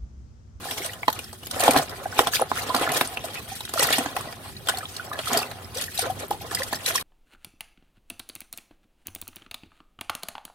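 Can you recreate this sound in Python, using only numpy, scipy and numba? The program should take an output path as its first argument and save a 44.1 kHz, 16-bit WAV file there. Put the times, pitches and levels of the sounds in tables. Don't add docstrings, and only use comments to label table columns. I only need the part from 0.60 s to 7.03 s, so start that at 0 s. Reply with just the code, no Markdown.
import sys
import numpy as np
from scipy import signal
from scipy.fft import rfft, irfft, next_fast_len
from scipy.io import wavfile
from scipy.ndimage import uniform_filter1d, map_coordinates
from numba import njit

SR = 44100
rng = np.random.default_rng(int(sys.argv[2]) if len(sys.argv) > 2 else 0)


def materialize(psi):
    bounded = np.clip(np.atleast_2d(psi).T, -1, 1)
    quanta = np.round(bounded * 32767).astype(np.int16)
    wavfile.write(sys.argv[1], SR, quanta)


N = 283430


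def amp(db):
    return 10 ** (np.asarray(db) / 20)


def unit(x):
    return x / np.sqrt(np.mean(x ** 2) + 1e-20)


def along(points, hz):
    point_hz, value = np.transpose(points)
    return np.interp(np.log(hz + 1), np.log(point_hz + 1), value)


def curves(rows):
    time_s, *columns = np.transpose(rows)
    return [np.interp(np.arange(N) / SR, time_s, column) for column in columns]


def wobble(rate):
    knots = rng.standard_normal(int(N * rate / SR) + 4)
    return map_coordinates(knots, [np.arange(N) * rate / SR])


def filtered(x, response):
    m = next_fast_len(N + SR // 2)
    return irfft(rfft(x, m) * response(np.fft.rfftfreq(m, 1 / SR)), m)[..., :N]


def rush(spectrum, alike, patchy_db):
    z = signal.stft(rng.standard_normal((2, N)), nperseg=256)[2]
    field = uniform_filter1d(rng.standard_normal(z.shape[1:]), size=5, axis=0)
    field = uniform_filter1d(field, size=9, axis=1)
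    pair = signal.istft(z * amp(patchy_db * unit(field)), nperseg=256)[1][:, :N]

    def mid_side_response(hz):
        angle = np.arccos(np.clip(along(alike, hz), -1, 1)) / 2
        return amp(along(spectrum, hz)) * [np.cos(angle), np.sin(angle)]

    mid, side = filtered(pair, mid_side_response)
    return unit(np.array([mid + side, mid - side]))


@njit
def add(out, s, hz, cycles, gain, lag, rise, attack):
    for i in range(len(s)):
        life = cycles[i] / hz[i]
        for c in range(2):
            start = (s[i] + lag[i] * (.5 - c)) * SR
            for k in range(max(int(start) + 1, 0), min(int(start + life * SR), out.shape[1])):
                u = (k - start) / SR / life
                shape = 10 ** (-3 * u) * (1 - np.exp(-u / attack)) ** 2
                out[c, k] += gain[c, i] * shape * np.sin(2 * np.pi * cycles[i] * u * (1 + rise[i] * u))


def bubbles(s, hz, cycles, db, rise, attack, spread_s, spread_db):
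    out = np.zeros((2, N))
    lag, pan = rng.standard_normal((len(s), 2)).T
    gain = amp(db + np.outer([.5, -.5], spread_db * pan))
    hz, cycles = np.clip(hz, 80, SR / 2.2), np.maximum(cycles, .5)
    add(out, s, hz, cycles, gain, .0001 + spread_s * lag, rise + 0 * s, max(attack, .002))
    return out


def swarm(count, centre_hz, octaves, cycles, scatter_db, clump_db, rise):
    place, g = rng.random(count), rng.standard_normal((count, 4))
    db = scatter_db * g[:, 2] + clump_db * wobble(35)[(place * N).astype(int)]
    hz = centre_hz * 2 ** (octaves * np.clip(g[:, 0], -1.5, 3))
    life_cycles = cycles * 2 ** (0.64 * g[:, 1])
    crowd = bubbles(place * N / SR, hz, life_cycles, db, rise * (1 + g[:, 3]),
                    attack=0.037, spread_s=0.00018, spread_db=3.0)
    return unit(crowd)


def bursts(s, db, t60, attack_s):
    out, t = np.zeros(N + SR), np.arange(SR // 4) / SR
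    for at, level, decay in zip(s, db, t60):
        fall = amp(level - 60 * t / max(decay, .003))
        out[round(at * SR):][:len(t)] += fall * (1 - np.exp(-t / attack_s)) ** 2
    return out[:N]


# time in seconds, slosh gain in dB, spray gain in dB.
STIR_BED = [(0, -39, -42), (0.3, -46, -64), (0.47, -50, -53), (0.88, -60, -49), (1.3, -41.5, -43.5),
            (2.0, -38, -48), (2.6, -41, -47), (3.1, -54.5, -46.5), (3.5, -45, -62), (3.93, -54.5, -47.5),
            (4.4, -42.5, -45.5), (5.07, -43, -49), (5.32, -54, -55), (5.69, -43, -60), (5.9, -44.5, -38),
            (6.43, -38, -46.5)]
# crest in seconds, length in seconds,
# slosh gain at the crest in dB, spray gain at the crest in dB.
SURGES = [(0.12, 0.43, -39.5, -32.5), (0.184, 0.088, -45, -27.5), (0.25, 0.096, -36, -27),
          (0.56, 0.34, -46, -40), (0.944, 0.072, -33.5, -32.5), (1.014, 0.078, -36, -22),
          (1.058, 0.19, -19.5, -23), (1.109, 0.11, -23, -43), (1.157, 0.085, -22, -42),
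          (1.172, 0.09, -18.5, -22.5), (1.329, 0.084, -34.5, -64), (1.593, 0.15, -28, -26),
          (1.672, 0.032, -24, -45), (1.752, 0.056, -52, -19), (1.815, 0.032, -20.5, -38),
          (1.977, 0.14, -45, -26.5), (2.183, 0.59, -28, -35.5), (2.224, 0.071, -20.5, -25),
          (2.292, 0.089, -25.5, -36), (2.37, 0.14, -28, -23), (2.527, 0.059, -50, -34),
          (2.65, 0.13, -37, -35), (2.746, 0.15, -38, -34.5), (2.916, 0.36, -46, -38.5),
          (3.204, 0.095, -39, -22), (3.233, 0.18, -27.5, -21), (3.333, 0.17, -26, -20.5),
          (3.41, 0.11, -27.5, -50), (3.6, 0.48, -35.5, -37.5), (3.857, 0.11, -38, -41),
          (4.124, 0.22, -33.5, -35), (4.598, 0.06, -33.5, -31.5), (4.679, 0.12, -53, -28),
          (4.748, 0.17, -22.5, -23), (5.19, 0.14, -43.5, -28.5), (5.224, 0.083, -47, -43),
          (5.389, 0.18, -56, -27.5), (5.454, 0.23, -31, -36.5), (5.604, 0.089, -35, -34),
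          (5.728, 0.052, -38, -38), (5.817, 0.045, -51, -37), (5.932, 0.044, -29, -41),
          (5.995, 0.14, -34.5, -30), (6.133, 0.042, -48, -25), (6.287, 0.088, -32.5, -21),
          (6.358, 0.084, -50, -23)]
SURGE_FALL_DB = 15.5
SURGE_RISE_SHARE = 0.4


def stirring():
    t = np.arange(N)[::32] / SR
    power = amp(2 * np.array(curves(STIR_BED))[:, ::32])
    for s, length, slosh_db, spray_db in SURGES:
        u = (t - s) / max(length, .02)
        away = np.where(u < 0, -u / SURGE_RISE_SHARE, u / (1 - SURGE_RISE_SHARE))
        power = power + np.outer(amp([2 * slosh_db, 2 * spray_db]), amp(-2 * SURGE_FALL_DB * away))
    return [np.interp(np.arange(N) / SR, t, np.sqrt(p)) for p in power]


# frequency in Hz, relative level in dB per Hz.
SLOSH = [(88, -57), (150, 3), (182, -65), (243, -0.5), (333, -10), (426, 4), (569, -23), (699, 2),
         (2250, -10), (4000, -12.5), (5200, -26), (8800, -120)]
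# frequency in Hz, relative level in dB per Hz.
SPRAY = [(880, -29), (1500, -1.5), (2230, -15.5), (3220, -3), (4200, -3), (7170, -7.5), (8740, -2.5),
         (10000, -6.5), (12000, -5.5), (14800, -10.5), (16000, -24)]
# frequency in Hz, left-right likeness (1 is identical).
ALIKE = [(60, 0.95), (180, 1), (550, 0.99), (1650, 0.15), (4970, 0.015), (15000, 0.011)]


def churn():
    slosh, spray = stirring()
    gurgle = swarm(count=5500, centre_hz=900, octaves=.8, cycles=14, scatter_db=3.5, clump_db=4, rise=0.2)
    drops = swarm(count=5000, centre_hz=3060, octaves=0.492, cycles=60,
                  scatter_db=3.5, clump_db=3.5, rise=0.044)
    fizz = swarm(count=7000, centre_hz=8130, octaves=0.56, cycles=30,
                 scatter_db=10.5, clump_db=9.0, rise=0.016)
    ticks = swarm(count=2500, centre_hz=3500, octaves=.9, cycles=8, scatter_db=4, clump_db=4, rise=0.05)
    wash = amp(1.5 * wobble(30)) * rush(SLOSH, ALIKE, patchy_db=4)
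    hiss = amp(-4.5 + 3.8 * wobble(75)) * rush(SPRAY, ALIKE, patchy_db=3.5)
    low = amp(-3.5) * gurgle + amp(-5.5) * wash
    high = amp(-7.5) * drops + amp(-8.5) * fizz + amp(-10.0) * ticks + hiss
    return slosh * low + spray * high


# time in seconds, level in dB before a random swell.
RUMBLE = [(0, -48), (1.5, -46), (3.5, -45.5), (5.35, -48), (5.55, -43.5), (5.95, -43.5), (6.43, -50)]
# frequency in Hz, relative level in dB per Hz.
DRONE = [(15, -52), (25, -20), (97, 4), (182, -9.5), (241, -5.5), (300, -17), (390, -6), (660, -120)]
# frequency in Hz, left-right likeness (1 is identical).
RUMBLE_ALIKE = [(30, .75), (70, .62), (150, .8)]
# frequency in Hz, relative level in dB per Hz.
FAR = [(88, -21), (150, 3), (702, -15.5), (1100, -40), (4320, -20), (7180, -24), (8730, -13.5),
       (13400, -17), (16000, -21)]


def distance():
    swell_db = 1.5 * wobble(6)
    rumble = amp(curves(RUMBLE)[0] + swell_db) * rush(DRONE, RUMBLE_ALIKE, patchy_db=1.5)
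    air = amp(-51.5 + 0.4 * wobble(1.87)) * rush(FAR, ALIKE, patchy_db=4.5)
    return rumble + air


# centre in Hz, width in Hz, relative peak gain in dB.
BUCKET = [(245, 40, 8), (430, 70, -3), (700, 80, -2.5), (950, 120, -8), (1420, 200, -7)]


def bucket(x):
    def resonances(f):
        total = 0
        for k, (centre, width, db) in enumerate(BUCKET):
            mode = 1j * f * width / (centre * centre - f * f + 1j * f * width)
            total = total + (-1) ** k * amp(db) * mode
        return total

    return filtered(x, resonances)


def echoes(x, t60):
    t = np.arange(SR // 8) / SR
    common, own = rng.standard_normal(len(t)), rng.standard_normal((2, len(t)))
    tail = (common + 0.5 * own) * amp(-60 * t / max(t60, .01)) * (t > .0015)
    return signal.fftconvolve(x, tail / np.linalg.norm(tail[0]), axes=1)[:, :N]


# start in seconds, level in dB before the layer trims,
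# first pitch in Hz, cycles at that pitch until 60 dB down.
KNOCKS = [(0.056, -19.5, 790, 6.3), (0.121, -22, 700, 6.2), (0.182, -22.5, 600, 3.8), (0.4821, 2, 987, 12),
          (1.0301, -11.5, 690, 12), (1.0798, 2, 906, 10.4), (1.145, -8, 1100, 9), (1.1615, -5, 760, 13),
          (1.5922, 5, 1050, 5.3), (1.671, -7, 970, 10.5), (1.796, -11.5, 940, 13),
          (1.9165, -5.5, 1005, 9.8), (2.146, -4, 1140, 8.4), (2.2045, -19, 645, 6), (2.213, -17, 620, 4.8),
          (2.236, -19, 620, 5), (2.275, -15, 600, 6.2), (2.411, -9, 1040, 9.8), (3.224, -12.5, 1010, 13),
          (3.281, -21, 680, 13), (3.305, -14, 694, 12), (3.382, -11.5, 870, 16), (3.4601, -13, 866, 10),
          (4.716, -12.5, 900, 7.7), (4.0875, -13, 1160, 16), (5.7113, -10, 875, 26),
          (6.1267, -13.5, 900, 13)]
KNOCK_SAG = 0.14
KNOCK_BODY_DB, KNOCK_EDGE_DB = -18.5, -22


def knocks():
    s, db, hz, cycles = np.transpose(KNOCKS)
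    g = rng.standard_normal((len(s), 2))
    blow = bubbles(s, hz, cycles, db + 2.0, -KNOCK_SAG, attack=0.024, spread_s=.00004, spread_db=0.5)
    body_hz = hz * (0.502 + 0.071 * g[:, 0])
    body = bubbles(s + 0.0019, body_hz, 1.14 * cycles, db + KNOCK_BODY_DB, -KNOCK_SAG,
                   attack=0.024, spread_s=.00004, spread_db=10.0)
    edge_hz = hz * (1.6 + .1 * np.clip(g[:, 1], -1, 1))
    edge = bubbles(s, edge_hz, 1.1 * cycles, db + KNOCK_EDGE_DB, -KNOCK_SAG,
                   attack=0.02, spread_s=.00008, spread_db=1.5)
    return blow + body + edge


# loudest moment in seconds, level in dB before trim and flicker,
# pitch in Hz averaged over the first third of the ring.
PLOPS = [(0.073, -29, 790), (0.09, -24.5, 1770), (0.182, -26.5, 2180), (0.21, -30, 376), (0.222, -28, 2170),
         (0.256, -29.5, 613), (0.297, -25.5, 1930), (0.433, -18.5, 2210), (0.491, -15.5, 920),
         (0.596, -26.5, 2430), (1.005, -14, 725), (1.09, -6, 615), (1.099, -15.5, 770), (1.11, -16.5, 2400),
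         (1.094, -13.5, 263), (1.167, -12, 790), (1.196, -12.5, 734), (1.166, -17, 398),
         (1.162, -12.5, 1610), (1.421, -27, 570), (1.459, -23.5, 1570), (1.46, -15, 766),
         (1.529, -23.5, 1510), (1.597, -13, 395), (1.608, -12.5, 463), (1.619, -18, 786), (1.682, -18, 724),
         (1.737, -12, 1670), (1.817, -15, 480), (1.824, -5.5, 760), (1.824, -16.5, 1290),
         (1.831, -21.5, 394), (2.156, -17.5, 970), (2.226, -20.5, 780), (2.257, -19, 730),
         (2.268, -11.5, 1700), (2.293, -17, 2000), (2.157, -21.5, 267), (2.216, -20, 330),
         (2.277, -13, 1340), (2.412, -15, 1570), (2.412, -14, 2630), (2.415, -18, 703), (2.421, -27.5, 363),
         (2.574, -14.5, 2650), (2.647, -24, 672), (2.657, -30, 3900), (3.011, -29, 947), (3.162, -21, 653),
         (3.178, -14, 1330), (3.198, -17.5, 1190), (3.199, -9, 534), (3.288, -24, 1350), (3.291, -18, 1910),
         (3.329, -14, 2730), (3.231, -16, 2840), (3.308, -19.5, 435), (3.328, -20.5, 1780),
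         (3.39, -17, 260), (3.462, -22, 1610), (3.467, -25, 275), (3.571, -28, 1950), (3.574, -16.5, 868),
         (3.611, -28, 1140), (3.968, -22, 4070), (4.076, -25.5, 726), (4.09, -9, 1440),
         (4.092, -13.5, 5200), (4.099, -16.5, 3320), (4.106, -23.5, 1490), (4.143, -24.5, 770),
         (4.149, -18.5, 3530), (4.185, -27.5, 740), (4.234, -28, 1270), (4.256, -23.5, 3400),
         (4.559, -31, 1700), (4.399, -20.5, 1472), (4.518, -17.5, 1176), (4.532, -24, 1740),
         (4.594, -23.5, 634), (4.675, -16, 1290), (4.772, -19.5, 427), (4.819, -23, 755), (4.82, -22, 1190),
         (4.832, -18.5, 2640), (5.284, -26, 1840), (5.394, -23.5, 754), (5.431, -25, 480),
         (5.442, -25.5, 1370), (5.454, -27.5, 626), (5.463, -25.5, 1560), (5.476, -28, 685),
         (5.71, -19, 435), (5.727, -27, 913), (5.75, -29, 846), (5.816, -26.5, 794), (5.914, -21, 1710),
         (5.974, -19, 2010), (6.005, -25, 1050), (6.022, -16, 1840), (6.136, -20, 1790), (6.357, -18, 1100),
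         (6.382, -19.5, 1850)]
PLOP_CYCLES = 2.843 * 4.27
HALVING_DB = 14
PITCH_POWER = 0.36
DEEP_POWER = 0.95
GLIDE, GLIDE_SCATTER = .07, .05
HARD_DB, SAG_PER_DB = -6, .025


def plops():
    s, db, hz = np.transpose(PLOPS)
    pitch_power = np.where(hz < 800, DEEP_POWER, PITCH_POWER)
    life = PLOP_CYCLES * 2 ** (-db / HALVING_DB) * (hz / 800) ** pitch_power / hz
    glide = GLIDE + GLIDE_SCATTER * rng.standard_normal(len(s)) - SAG_PER_DB * np.maximum(db - HARD_DB, 0)
    rise, g = 1.15 * glide, rng.standard_normal((len(s), 2))
    start = s - 0.1046 * life
    first_hz = hz / (1 + 0.31 * rise)
    pocket = bubbles(start, first_hz, life * hz, db + 0.5, rise, attack=0.021, spread_s=.00004, spread_db=0.5)
    late_s, near_hz = 0.0027 * g[:, 0] ** 2, first_hz * (1 + 0.12 * g[:, 1])
    neighbour = bubbles(start + late_s, near_hz, 0.72 * life * hz, db - 8, rise,
                        attack=0.027, spread_s=0.000075, spread_db=2.0)
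    return (pocket + neighbour) * amp(1.67 * wobble(160))


# time in seconds, level in dB before the layer trims,
# first droplet pitch in Hz, slap level relative to the spray in dB before its own trim.
SPITS = [(0.11, -14.5, 3420, 3), (0.261, -13.5, 8500, -1), (0.333, -19.5, 2890, -8),
         (0.43, -34.5, 3120, 18), (0.4797, -12.5, 3120, 16.5), (0.5, -16, 12900, -18),
         (0.5273, -14.5, 12900, -15), (0.59, -15, 2770, -7.5), (0.642, -22, 5180, -25),
         (0.7288, -24, 7950, -2), (0.832, -25, 2860, 3), (0.8686, -18.5, 11340, -3.5),
         (0.9108, -10.5, 8360, -20), (0.996, -12, 7060, -2), (1.005, -7, 8750, -17),
         (1.0365, -6, 8700, -10), (1.0783, -6, 3480, 6), (1.1086, -3.5, 9070, -20), (1.134, -11, 8320, -13),
         (1.162, -10, 4000, 11.5), (1.173, -4.5, 4250, -12), (1.185, -8, 4000, -18), (1.294, -20, 5000, 3),
         (1.5903, -1.5, 3250, 7), (1.6706, -8.5, 3400, 4), (1.735, -10, 4520, -14),
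         (1.7562, -5.5, 3520, -23), (1.798, -27, 3570, 16), (1.914, -25, 3700, 14), (2.092, -19, 4000, 5),
         (2.147, -9, 4000, 8), (2.1632, -9, 4570, 4), (2.195, -15, 2960, -17), (2.291, -18, 3480, -12),
         (2.318, -10.5, 10300, -13), (2.347, -16, 3700, -7), (2.4101, -5, 3650, 6.5),
         (2.473, -25, 8500, -11), (2.571, -22, 3280, 12), (2.639, -22, 3720, 0), (2.9535, -23, 10700, -19),
         (3.006, -15.5, 3780, -5), (3.051, -16.5, 3760, -27), (3.092, -19.5, 7170, -3),
         (3.137, -11, 8600, 1), (3.182, -15, 10900, -13), (3.194, -3.5, 4160, -13),
         (3.2695, -9, 11500, -17), (3.288, -20, 6000, -6), (3.304, -13, 9000, 8), (3.316, -13, 8500, -14),
         (3.326, -4, 3850, -32), (3.383, -6.5, 8100, 1), (3.4583, -18, 6430, 3), (3.565, -13.5, 2550, 4.5),
         (3.609, -19, 8250, -6), (3.725, -25, 4600, 9.5), (4.0718, -16.5, 3460, 5.5),
         (4.0859, -5, 3100, -11), (4.094, -7, 9600, 0.5), (4.172, -15, 4240, -20), (4.1844, -15, 8170, -15),
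         (4.353, -28, 2850, -19), (4.365, -15.5, 4240, -31), (4.532, -21, 3840, -16),
         (4.589, -17.5, 4230, 8.5), (4.657, -17, 9000, -20), (4.681, -13, 3400, -18), (4.731, -8, 6750, 0),
         (4.773, -3, 4730, -23), (4.788, -13, 5250, -15), (4.9128, -23, 3980, 9.5), (5.146, -21, 8300, -22),
         (5.152, -22, 4700, -19), (5.171, -14, 5730, -11), (5.212, -12.5, 10000, -16),
         (5.221, -12.5, 8900, -29), (5.239, -15, 6400, -24), (5.3762, -11, 3880, -23),
         (5.3913, -5, 8770, -20), (5.7076, -15.5, 8800, -2), (5.9134, -19.5, 9200, 6),
         (5.948, -5, 5000, -16), (6.0324, -12, 4870, -19), (6.129, -12, 4330, 4), (6.261, -4.5, 3930, -20),
         (6.299, -17, 2760, -5), (6.357, -5.5, 5400, -26), (6.41, -18, 3900, -24), (6.377, -13, 5300, -20)]
SPIT_T60_S = 0.023


def spits():
    s, db, hz, slap_db = np.transpose(SPITS)
    t60 = np.full(len(s), SPIT_T60_S)
    drops = bubbles(s, hz, 0.65 * t60 * hz, db - 3.5, rise=0.064,
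                    attack=0.044, spread_s=0.00019, spread_db=-3.5)
    hiss = bursts(s - 0.0015, db + 0.5, t60, attack_s=0.0032) * rush(SPRAY, ALIKE, patchy_db=-3)
    slap_envelope = bursts(s, db + slap_db - 12.0, 1.55 * t60, attack_s=0.00085)
    slap = slap_envelope * rush(SLOSH, ALIKE, patchy_db=3.5)
    return drops + hiss + slap


# start in seconds,
# level in dB before trim and waver, first pitch in Hz, nominal ring in seconds until 60 dB down,
# share by which the mean pitch lies above the first (negative sags).
RISERS = [(1.03, -20, 1735, 0.1, 0.026), (1.18, -23.5, 649, 0.17, 0.13), (2.099, -9, 1010, 0.046, 0.004),
          (2.318, -20, 655, 0.044, 0.12), (2.342, -25, 2400, .07, .1), (2.36, -16, 1720, 0.064, 0.16),
          (4.117, -22, 1480, .03, 0.66), (4.206, -30, 1390, 0.05, 0.86), (2.915, -27.5, 767, 0.082, 0.046),
          (4.716, -23, 242, 0.088, .04), (4.743, -13, 699, 0.07, -0.11), (5.15, -29, 424, 0.16, 0.73),
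          (5.498, -18, 735, 0.063, 0.053), (6.0, -21, 499, 0.071, 0.215), (6.294, -29.5, 607, 0.17, 0.4)]


def risers():
    s, db, hz, ring, climb = np.transpose(RISERS)
    notes = bubbles(s, hz, ring * hz, db + 1.5, climb, attack=0.037, spread_s=.00008, spread_db=2.5)
    return notes * amp(3 * wobble(120))


def scene():
    water = plops() + knocks() + risers() + spits() + churn()
    return water + amp(-13.5) * bucket(water) + amp(-10.0) * echoes(water, t60=0.093) + distance()


# frequency in Hz, left minus right in dB.
PORTS = [(60, 0.5), (130, -0.5), (290, -0.5), (640, -0.5), (1410, -2), (3100, 2), (6820, -2), (15000, 3.5)]
TOP_HZ = 16000


def record(dry):
    heard = filtered(dry, lambda hz: amp(np.outer([.5, -.5], along(PORTS, hz))))
    rounded = heard / (1 + np.abs(heard) ** 8) ** (1 / 8)
    return filtered(rounded, lambda hz: hz < TOP_HZ)


dry = scene()
out = record(dry)
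materialize(out)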